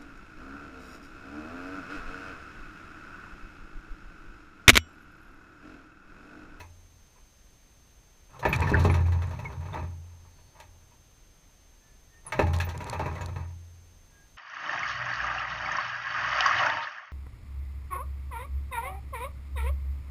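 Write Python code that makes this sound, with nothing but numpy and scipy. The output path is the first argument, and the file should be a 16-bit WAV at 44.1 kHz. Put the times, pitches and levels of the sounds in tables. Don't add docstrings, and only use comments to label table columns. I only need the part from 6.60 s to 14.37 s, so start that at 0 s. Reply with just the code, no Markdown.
import sys
import numpy as np
from scipy import signal
from scipy.fft import rfft, irfft, next_fast_len
from scipy.io import wavfile
from scipy.ndimage import uniform_filter1d

SR = 44100
rng = np.random.default_rng(int(sys.argv[2]) if len(sys.argv) > 2 else 0)


def master_out(mix):
    frames = np.transpose(np.atleast_2d(mix))
    ceiling = np.clip(frames, -1, 1)
    pcm = np.round(ceiling * 32767).astype(np.int16)
    wavfile.write(sys.argv[1], SR, pcm)


N = 342657
T = np.arange(N) / SR

# t/s, knock/dB, brightness/dB, spray/dB
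WING_STROKES = [(0.002, -46.5, 0, -50.5), (1.792, -49, -8, -50), (1.8517, -21, -3, -43.5),
                (1.9295, -38, 11, -37), (2.019, -30, -1, -46), (2.07, -36.5, -1, -53),
                (2.093, -36, -4, -46.5), (2.169, -32, -0.5, -59), (2.195, -51, -9, -41.5),
                (2.248, -29, -8.5, -41), (2.298, -41, 2, -50), (2.34, -41.5, 6.5, -44),
                (2.521, -44.5, -1, -51.5), (2.62, -43, 2.5, -53.5), (2.79, -43.5, -3, -55),
                (3.141, -38.5, -5, -54.5), (3.173, -41.5, -3, -70), (3.231, -51, -4, -67),
                (4.0, -50.5, -1.5, -53), (5.722, -32.5, 3, -42.5), (5.7918, -22.5, -3, -41),
                (5.934, -38, 0.5, -41.5), (6.001, -39.5, 9.5, -38.5), (6.089, -45, 2, -45.5),
                (6.205, -38.5, -3, -52), (6.268, -40, -2.5, -51), (6.328, -33, -4, -47),
                (6.394, -32.5, -6.5, -48.5), (6.458, -34.5, -5.5, -52.5), (6.553, -42.5, -4, -55),
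                (6.609, -39.5, -3, -51), (6.76, -46, -0.5, -58)]
# t/s, level/dB
BOUT_EFFORT = [
    [(1.69, -66.5), (1.87, -37.5), (2.04, -34.5), (2.27, -34), (2.41, -44.5), (2.84, -45), (3.0, -52.5),
     (3.21, -45), (3.36, -72.5), (3.8, -74), (4.35, -75)],
    [(5.63, -66.5), (5.76, -44.5), (5.83, -38), (5.93, -45), (6.14, -48), (6.41, -44.5), (6.56, -45.5),
     (6.8, -49.5), (6.96, -70.5)],
]
# low f/Hz, high f/Hz, gain/dB
KNOCK_EQ = [(162, 753, -4), (807, 1320, 1.5), (1264, 3860, 1.5)]
# f/Hz, level/dB, t60/s
TROUGH_MODES = [(192, -13.5, 0.57), (264.4, -16, 0.55), (324, -7.5, 0.25), (357, -14.5, 0.6),
                (410.8, -5, 0.18), (483.6, -4.5, 0.0833), (515.3, -3, 0.1), (594, -17, 0.56),
                (620.6, 0.5, 0.091), (820, -15.5, 0.72), (878.8, -4.5, 0.217), (948, -16, 0.23),
                (1069, -9, 0.17), (1197, -13, 0.12), (1294, -6.5, 0.1), (1618, -11, 0.13),
                (1787, -10, 0.096), (1944, -10, 0.076), (2220, -8, 0.063), (2445, -21, 0.15),
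                (2583, -5, 0.063)]
# f/Hz, level/dB
WALL_EQ = [(90, 11), (200, -4), (550, 1), (720, -2.5), (900, 14), (1250, 2.5), (1450, -11.5), (1700, 0),
           (2050, -7), (2600, -4.5), (2850, -22), (4200, -17), (7000, -44.5), (16000, -77)]
# f/Hz, t60/s
WALL_DECAY = [(100, 0.73), (400, 0.21), (1000, 0.14), (2500, 0.22), (8000, 0.035)]
# t/s, level/dB, f/Hz
BREAST_PLUNGES = [(1.854, -13.5, 464), (2.117, -14.5, 322), (2.2499, -16, 342), (5.792, -13, 510)]
# t/s, level/dB, hold/s
FLOOR_PRESSES = [(0.0, -45, 0.015), (1.94, -24.5, 0.08), (2.112, -19.5, 0.43), (2.961, -31, 0.04),
                 (3.16, -31.5, 0.1), (4.0, -54, 0.12), (5.782, -22.5, 0.19), (6.318, -33, 0.2),
                 (6.57, -33, 0.28)]
# f/Hz, level/dB
HEAVE_EQ = [(15, -39), (30, -15.5), (55, -5), (72, 3.5), (88, -16.5), (108, 0.5), (122, 4), (150, 2),
            (200, -16.5), (280, -16), (600, -71)]
# t/s, length/s, level/dB
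WATER_SWISHES = [(0.55, 0.036, -61), (1.724, 0.057, -48.5), (1.822, 0.028, -30.5), (1.88, 0.029, -39),
                 (3.48, 0.05, -64.5), (3.645, 0.029, -61), (3.78, 0.015, -60.5), (3.93, 0.13, -52),
                 (4.304, 0.0286, -61.5), (5.652, 0.042, -46), (5.735, 0.08, -39.5), (6.8, .06, -49)]
# f/Hz, level/dB
SPRAY_EQ = [(1500, 24.5), (3000, 9), (4200, 14.5), (5000, 0.5), (5700, 8.5), (7000, -1.5), (9000, -14),
            (10200, -3.5), (11800, -17), (13700, -5), (15200, -11.5)]
# t/s, f/Hz, level/dB, fuzz/0-1
BIG_BUBBLES = [(1.887, 14400, -42.5, .9), (1.927, 2440, -19.5, 0.36), (2.022, 2470, -32.5, 0.15),
               (2.07, 1820, -29, 0.3), (2.137, 1690, -17.5, 0.8), (2.297, 2287, -29, 1),
               (2.31, 10400, -47, 0.4), (2.853, 2240, -33, .05), (3.126, 3700, -47.5, 0.5),
               (5.664, 10300, -36.5, 0.4), (5.68, 9200, -45.5, 0.8), (6.003, 1785, -33, 0.5),
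               (6.045, 15100, -41.5, .9), (6.56, 1990, -42, 0.3), (6.611, 7000, -46.5, .9)]
# t/s, level/dB, f/Hz
NEAR_DROPS = [(1.962, -28.5, 4400), (2.005, -32, 8100), (2.1013, -34.5, 4300), (2.241, -37.5, 3980),
              (4.002, -44.5, 7000), (5.9642, -33, 4350), (5.987, -32, 4680), (6.177, -36.5, 6930),
              (6.243, -36, 4530), (6.298, -25.5, 4290), (6.66, -34.5, 4360)]
# f/Hz, level/dB
AIR_EQ = [(10, -11.5), (30, 2), (100, -11.5), (200, -19), (400, -23.5), (1200, -28.5), (3000, -31),
          (5900, -33), (7200, -36.5), (10000, -39), (15000, -41.5)]
# t/s, length/s, f/Hz, level/dB, waver/Hz
FAR_CALLS = [(3.546, 0.54, 4420, -71, 136), (3.58, 0.51, 11000, -79, 190), (5.152, 0.27, 1745, -67, 11),
             (5.48, 0.17, 1830, -60.5, 9), (7.477, 0.24, 1635, -61.5, 6)]


def wingbeats(per_s=14, bright_db=-4, spray_db=-12, spread_db=-0.5, jitter_s=0.008):
    beats = list(WING_STROKES)
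    for (start, *_), (end, *_) in zip(WING_STROKES, WING_STROKES[1:]):
        for s in np.linspace(start, end, round((end - start) * per_s) + 1)[1:-1]:
            late, hard, wet = rng.standard_normal(3)
            db = effort_db(s)
            knock_db, sheet_db = db + spread_db * hard, db + spray_db + spread_db * wet
            beats.append((s + jitter_s * late, knock_db, bright_db, sheet_db))
    return [beat for beat in beats if beat[1] > -100]


def knocks(taps, beats, slop=0.17, slop_s=0.0044, hard_db=-22, soften=0.16):
    out, t = np.zeros(N), T[:SR // 10]
    for k, (s, knock_db, bright_db, _) in enumerate(beats):
        levels = knock_db + bright_db * np.array([-1, 0, 1])
        wet = slop * amp(soften * (hard_db - max(levels)))
        push = wet * patter(len(t), 4000, 1.18) * np.exp(-t / slop_s)
        push[0] = 1
        rung = signal.fftconvolve(push, taps[k % len(taps)])
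        for db, (lo, hi, gain_db) in zip(levels, KNOCK_EQ):
            add(out, s, amp(db + gain_db) * crest(band(rung, lo, hi)))
    return out


def trough_tap(wall_db=4, flex_db=-4):
    t = T[:SR * 3 // 4]
    hz, frame_s, noise = signal.stft(rng.standard_normal(len(t)), SR, nperseg=256)
    decay = amp(-60 * frame_s / curve_at(WALL_DECAY, hz)[:, None])
    wash = signal.istft(noise * decay, SR, nperseg=256)[1][:len(t)]
    flex = signal.unit_impulse(len(t), 24)
    wall = unit(eq(unit(wash) + amp(flex_db) * unit(flex), WALL_EQ) * (t < t[-1] / 2))
    ring = sum(rng.choice([-1, 1]) * amp(db - 60 * t / t60) * np.sin(2 * np.pi * f * t)
               for f, db, t60 in TROUGH_MODES)
    return unit(ring) + amp(wall_db) * wall


def plunges(taps, ring_db=-9, cycles=0.89):
    out, t = np.zeros(N), T[:SR // 2]
    for k, (s, db, hz) in enumerate(BREAST_PLUNGES):
        slap = np.sin(2 * np.pi * hz * t) * np.exp(-(hz * t / cycles - 0.5) ** 2)
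        tail = crest(signal.fftconvolve(slap, taps[k % len(taps)])[:len(t)])
        add(out, s, amp(db) * (slap + amp(ring_db) * tail))
    return out


def floor_boom(stir, surge, boom_hz=85.8, jostle_hz=15, most_hz=13, upper_hz=135, upper_db=-19,
               rise_s=0.055, free_db_per_s=44, damped_db_per_s=38, calm_db=-54):
    damping = stir / (stir + amp(calm_db))
    lost_db = np.cumsum(free_db_per_s + damped_db_per_s * damping) / SR
    swing = np.full(N, 1e-9)
    for s, db, hold_s in FLOOR_PRESSES:
        attack = np.clip((T - s) / min(rise_s, hold_s / 2), 0, 1)
        fallen_db = np.maximum(lost_db - np.interp(s + hold_s, T, lost_db), 0)
        swing = np.maximum(swing, attack * amp(db - fallen_db))
    hz = boom_hz + np.minimum(jostle_hz * surge / swing, most_hz) * drift(N, 14.3)
    upper = amp(upper_db) * drift(N, 10) * np.sin(2 * np.pi * upper_hz * T)
    return swing * (np.sin(2 * np.pi * np.cumsum(hz) / SR) + upper)


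def churn(taps, stir, surge, slosh_db=1.5, heave_db=6, fizz_db=-8.5, clump_db=3):
    slaps = sum(signal.oaconvolve(unit(patter(N, 160, 7)) * stir, tap)[:N] for tap in taps)
    slosh = band(slaps / np.linalg.norm(taps), 260, 9000, order=2)
    heave = unit(eq(rng.standard_normal(N), HEAVE_EQ)) * surge
    froth = unit(eq(patter(N, 6000, 1.7), SPRAY_EQ))
    fizz = froth * stir * amp(clump_db * (drift(N, 25) - 0.5))
    return amp(slosh_db) * slosh + amp(heave_db) * heave + amp(fizz_db) * fizz


def water_surge(stir, lag_s=0.045, shove_db=-21, shove_s=0.025):
    push = stir.copy()
    for s, db, _ in BREAST_PLUNGES:
        add(push, s, np.full(round(shove_s * SR), amp(db + shove_db)))
    pole = np.exp(-1 / (lag_s * SR))
    return signal.lfilter([1 - pole], [1, -pole], push)


def swishes(taps, follow_s=0.04, follow_db=-4, knock_cap_db=-33):
    out = np.zeros(N)
    follow = [(s, follow_s, min(db, knock_cap_db) + follow_db) for s, db, _, _ in WING_STROKES]
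    for k, (s, length, db) in enumerate(WATER_SWISHES + follow):
        count = round(length * SR)
        water = patter(count, 6000, 2.6) * signal.windows.tukey(count, 0.5)
        rush = signal.fftconvolve(water, taps[k % len(taps)])
        add(out, s, amp(db) * crest(band(rush, 650, 8000, order=2)))
    return out


def spray(beats, sizzle_db=-6.5, hold_s=0.0082, fall_s=0.018, heavy_db=-45, fineness=0.1):
    out, t = np.zeros(N), T[:SR // 6]
    envelope = np.exp(-np.maximum(t - hold_s, 0) / fall_s)
    for s, _, _, db in beats:
        sheet = eq(patter(len(t), 10000, 2.8), SPRAY_EQ) * envelope
        hiss, sizzle = crest(band(sheet, 2700, 6400)), crest(band(sheet, 6400, 16000))
        add(out, s, amp(db) * (hiss + amp(sizzle_db + fineness * (heavy_db - db)) * sizzle))
    return out


def bubbles(fuzz_share=0.031, swell_s=0.006, glide_octaves_per_s=-3, small_fuzz=0.72):
    out, t = np.zeros(N), T[:SR // 10]
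    gurgles = scatter(count=10, offset_db=-4.5, lo_hz=1526, hi_hz=2520)
    small = [(s, hz, db, small_fuzz) for s, db, hz in gurgles]
    for s, hz, db, fuzz in BIG_BUBBLES + small:
        width_hz = 150 + fuzz_share * hz
        flutter = 1 - fuzz + fuzz * (drift(len(t), width_hz) + 1j * drift(len(t), width_hz))
        turns = np.cumsum(hz * 2 ** (glide_octaves_per_s * t)) / SR
        tone = (flutter * np.exp(2j * np.pi * turns)).real
        add(out, s, amp(db) / np.sqrt(2) * crest(tone * t * np.exp(-t / swell_s)))
    return out


def drops(gain_db=1, ring_s=0.00066):
    out, t = np.zeros(N), T[:SR // 100]
    for s, db, hz in NEAR_DROPS + scatter(count=24, offset_db=-7.5, lo_hz=3900, hi_hz=7340):
        splat = unit(band(rng.standard_normal(len(t)), 2200, 9000, order=2))
        tick = (np.sin(2 * np.pi * hz * t) + splat) * t * np.exp(-t / ring_s)
        add(out, s, amp(db + gain_db) * tick / abs(tick).max())
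    return out


def woodland(air_db=-57):
    out = amp(air_db) * unit(eq(rng.standard_normal(N), AIR_EQ))
    for s, length, hz, db, waver_hz in FAR_CALLS:
        count = round(length * SR)
        turns = np.cumsum(hz + waver_hz * drift(count, 4 * waver_hz)) / SR
        add(out, s, amp(db) * np.hanning(count) * np.sin(2 * np.pi * turns))
    return out


def camera_whine(whine_hz=6307, whine_db=-65, octave_db=-16, pip_hz=8543, pip_db=-70, frame_hz=29.97):
    turns = whine_hz * (T % (1 / frame_hz))
    whine = np.sin(2 * np.pi * turns) + amp(octave_db) * np.sin(2 * np.pi * 2 * turns)
    gate = np.sin(np.pi * (frame_hz * T + 1 / 3)) ** 16
    pip = gate * np.sin(2 * np.pi * pip_hz * T + 0.5 * drift(N, 120))
    return amp(whine_db) * whine + amp(pip_db) * pip


def effort_db(s):
    return np.max([np.interp(s, *np.transpose(bout), left=-120, right=-120) for bout in BOUT_EFFORT], 0)


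def scatter(count, offset_db, lo_hz, hi_hz, spread_db=3):
    rows = []
    for bout in BOUT_EFFORT:
        start, end = bout[0][0], bout[-1][0]
        when, size, pitch = rng.random((count, 3)).T
        s = start + (end - start) * (np.arange(count) + when) / count
        db = effort_db(s) + offset_db + spread_db * (2 * size - 1)
        rows += zip(s, db, lo_hz * (hi_hz / lo_hz) ** pitch)
    return rows


def patter(count, per_s, spread_db):
    size = amp(spread_db * np.minimum(rng.exponential(1, count), 4))
    return size * rng.choice([-1, 1], count) * (rng.random(count) < per_s / SR)


def drift(count, hz):
    rolloff = 1 + (np.fft.rfftfreq(count, 1 / SR) / hz) ** 4
    return unit(irfft(rfft(rng.standard_normal(count)) / rolloff, count))


def eq(x, points):
    size = next_fast_len(len(x))
    gain = amp(curve_at(points, np.fft.rfftfreq(size, 1 / SR)))
    return irfft(rfft(x, size) * gain, size)[:len(x)]


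def curve_at(points, hz):
    f, value = np.transpose(points)
    return np.interp(np.log(hz + 1), np.log(f + 1), value)


def band(x, lo_hz, hi_hz, order=3):
    return signal.sosfilt(signal.butter(order, [lo_hz, hi_hz], "band", fs=SR, output="sos"), x)


def amp(db):
    return 10 ** (np.asarray(db) / 20)


def unit(x):
    return x / np.sqrt(np.mean(x ** 2) + 1e-20)


def crest(x, size=256):
    return x / np.sqrt(uniform_filter1d(x ** 2, size).max() + 1e-20)


def add(mix, s, sound):
    part = mix[max(round(s * SR), 0):][:len(sound)]
    part += sound[:len(part)]


def scene(spots=4):
    taps, beats = [trough_tap() for _ in range(spots)], wingbeats()
    stir = amp(effort_db(T))
    surge = water_surge(stir)
    hits = knocks(taps, beats) + plunges(taps)
    metal = hits + swishes(taps) + churn(taps, stir, surge) + floor_boom(stir, surge)
    return (metal + spray(beats) + drops() + bubbles() + woodland() + camera_whine())[None]


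def record(dry):
    high_cut = signal.firwin(255, 15400, window=("kaiser", 9), fs=SR)
    return signal.oaconvolve(dry, high_cut[None], "same")


dry = scene()
out = record(dry)
master_out(out)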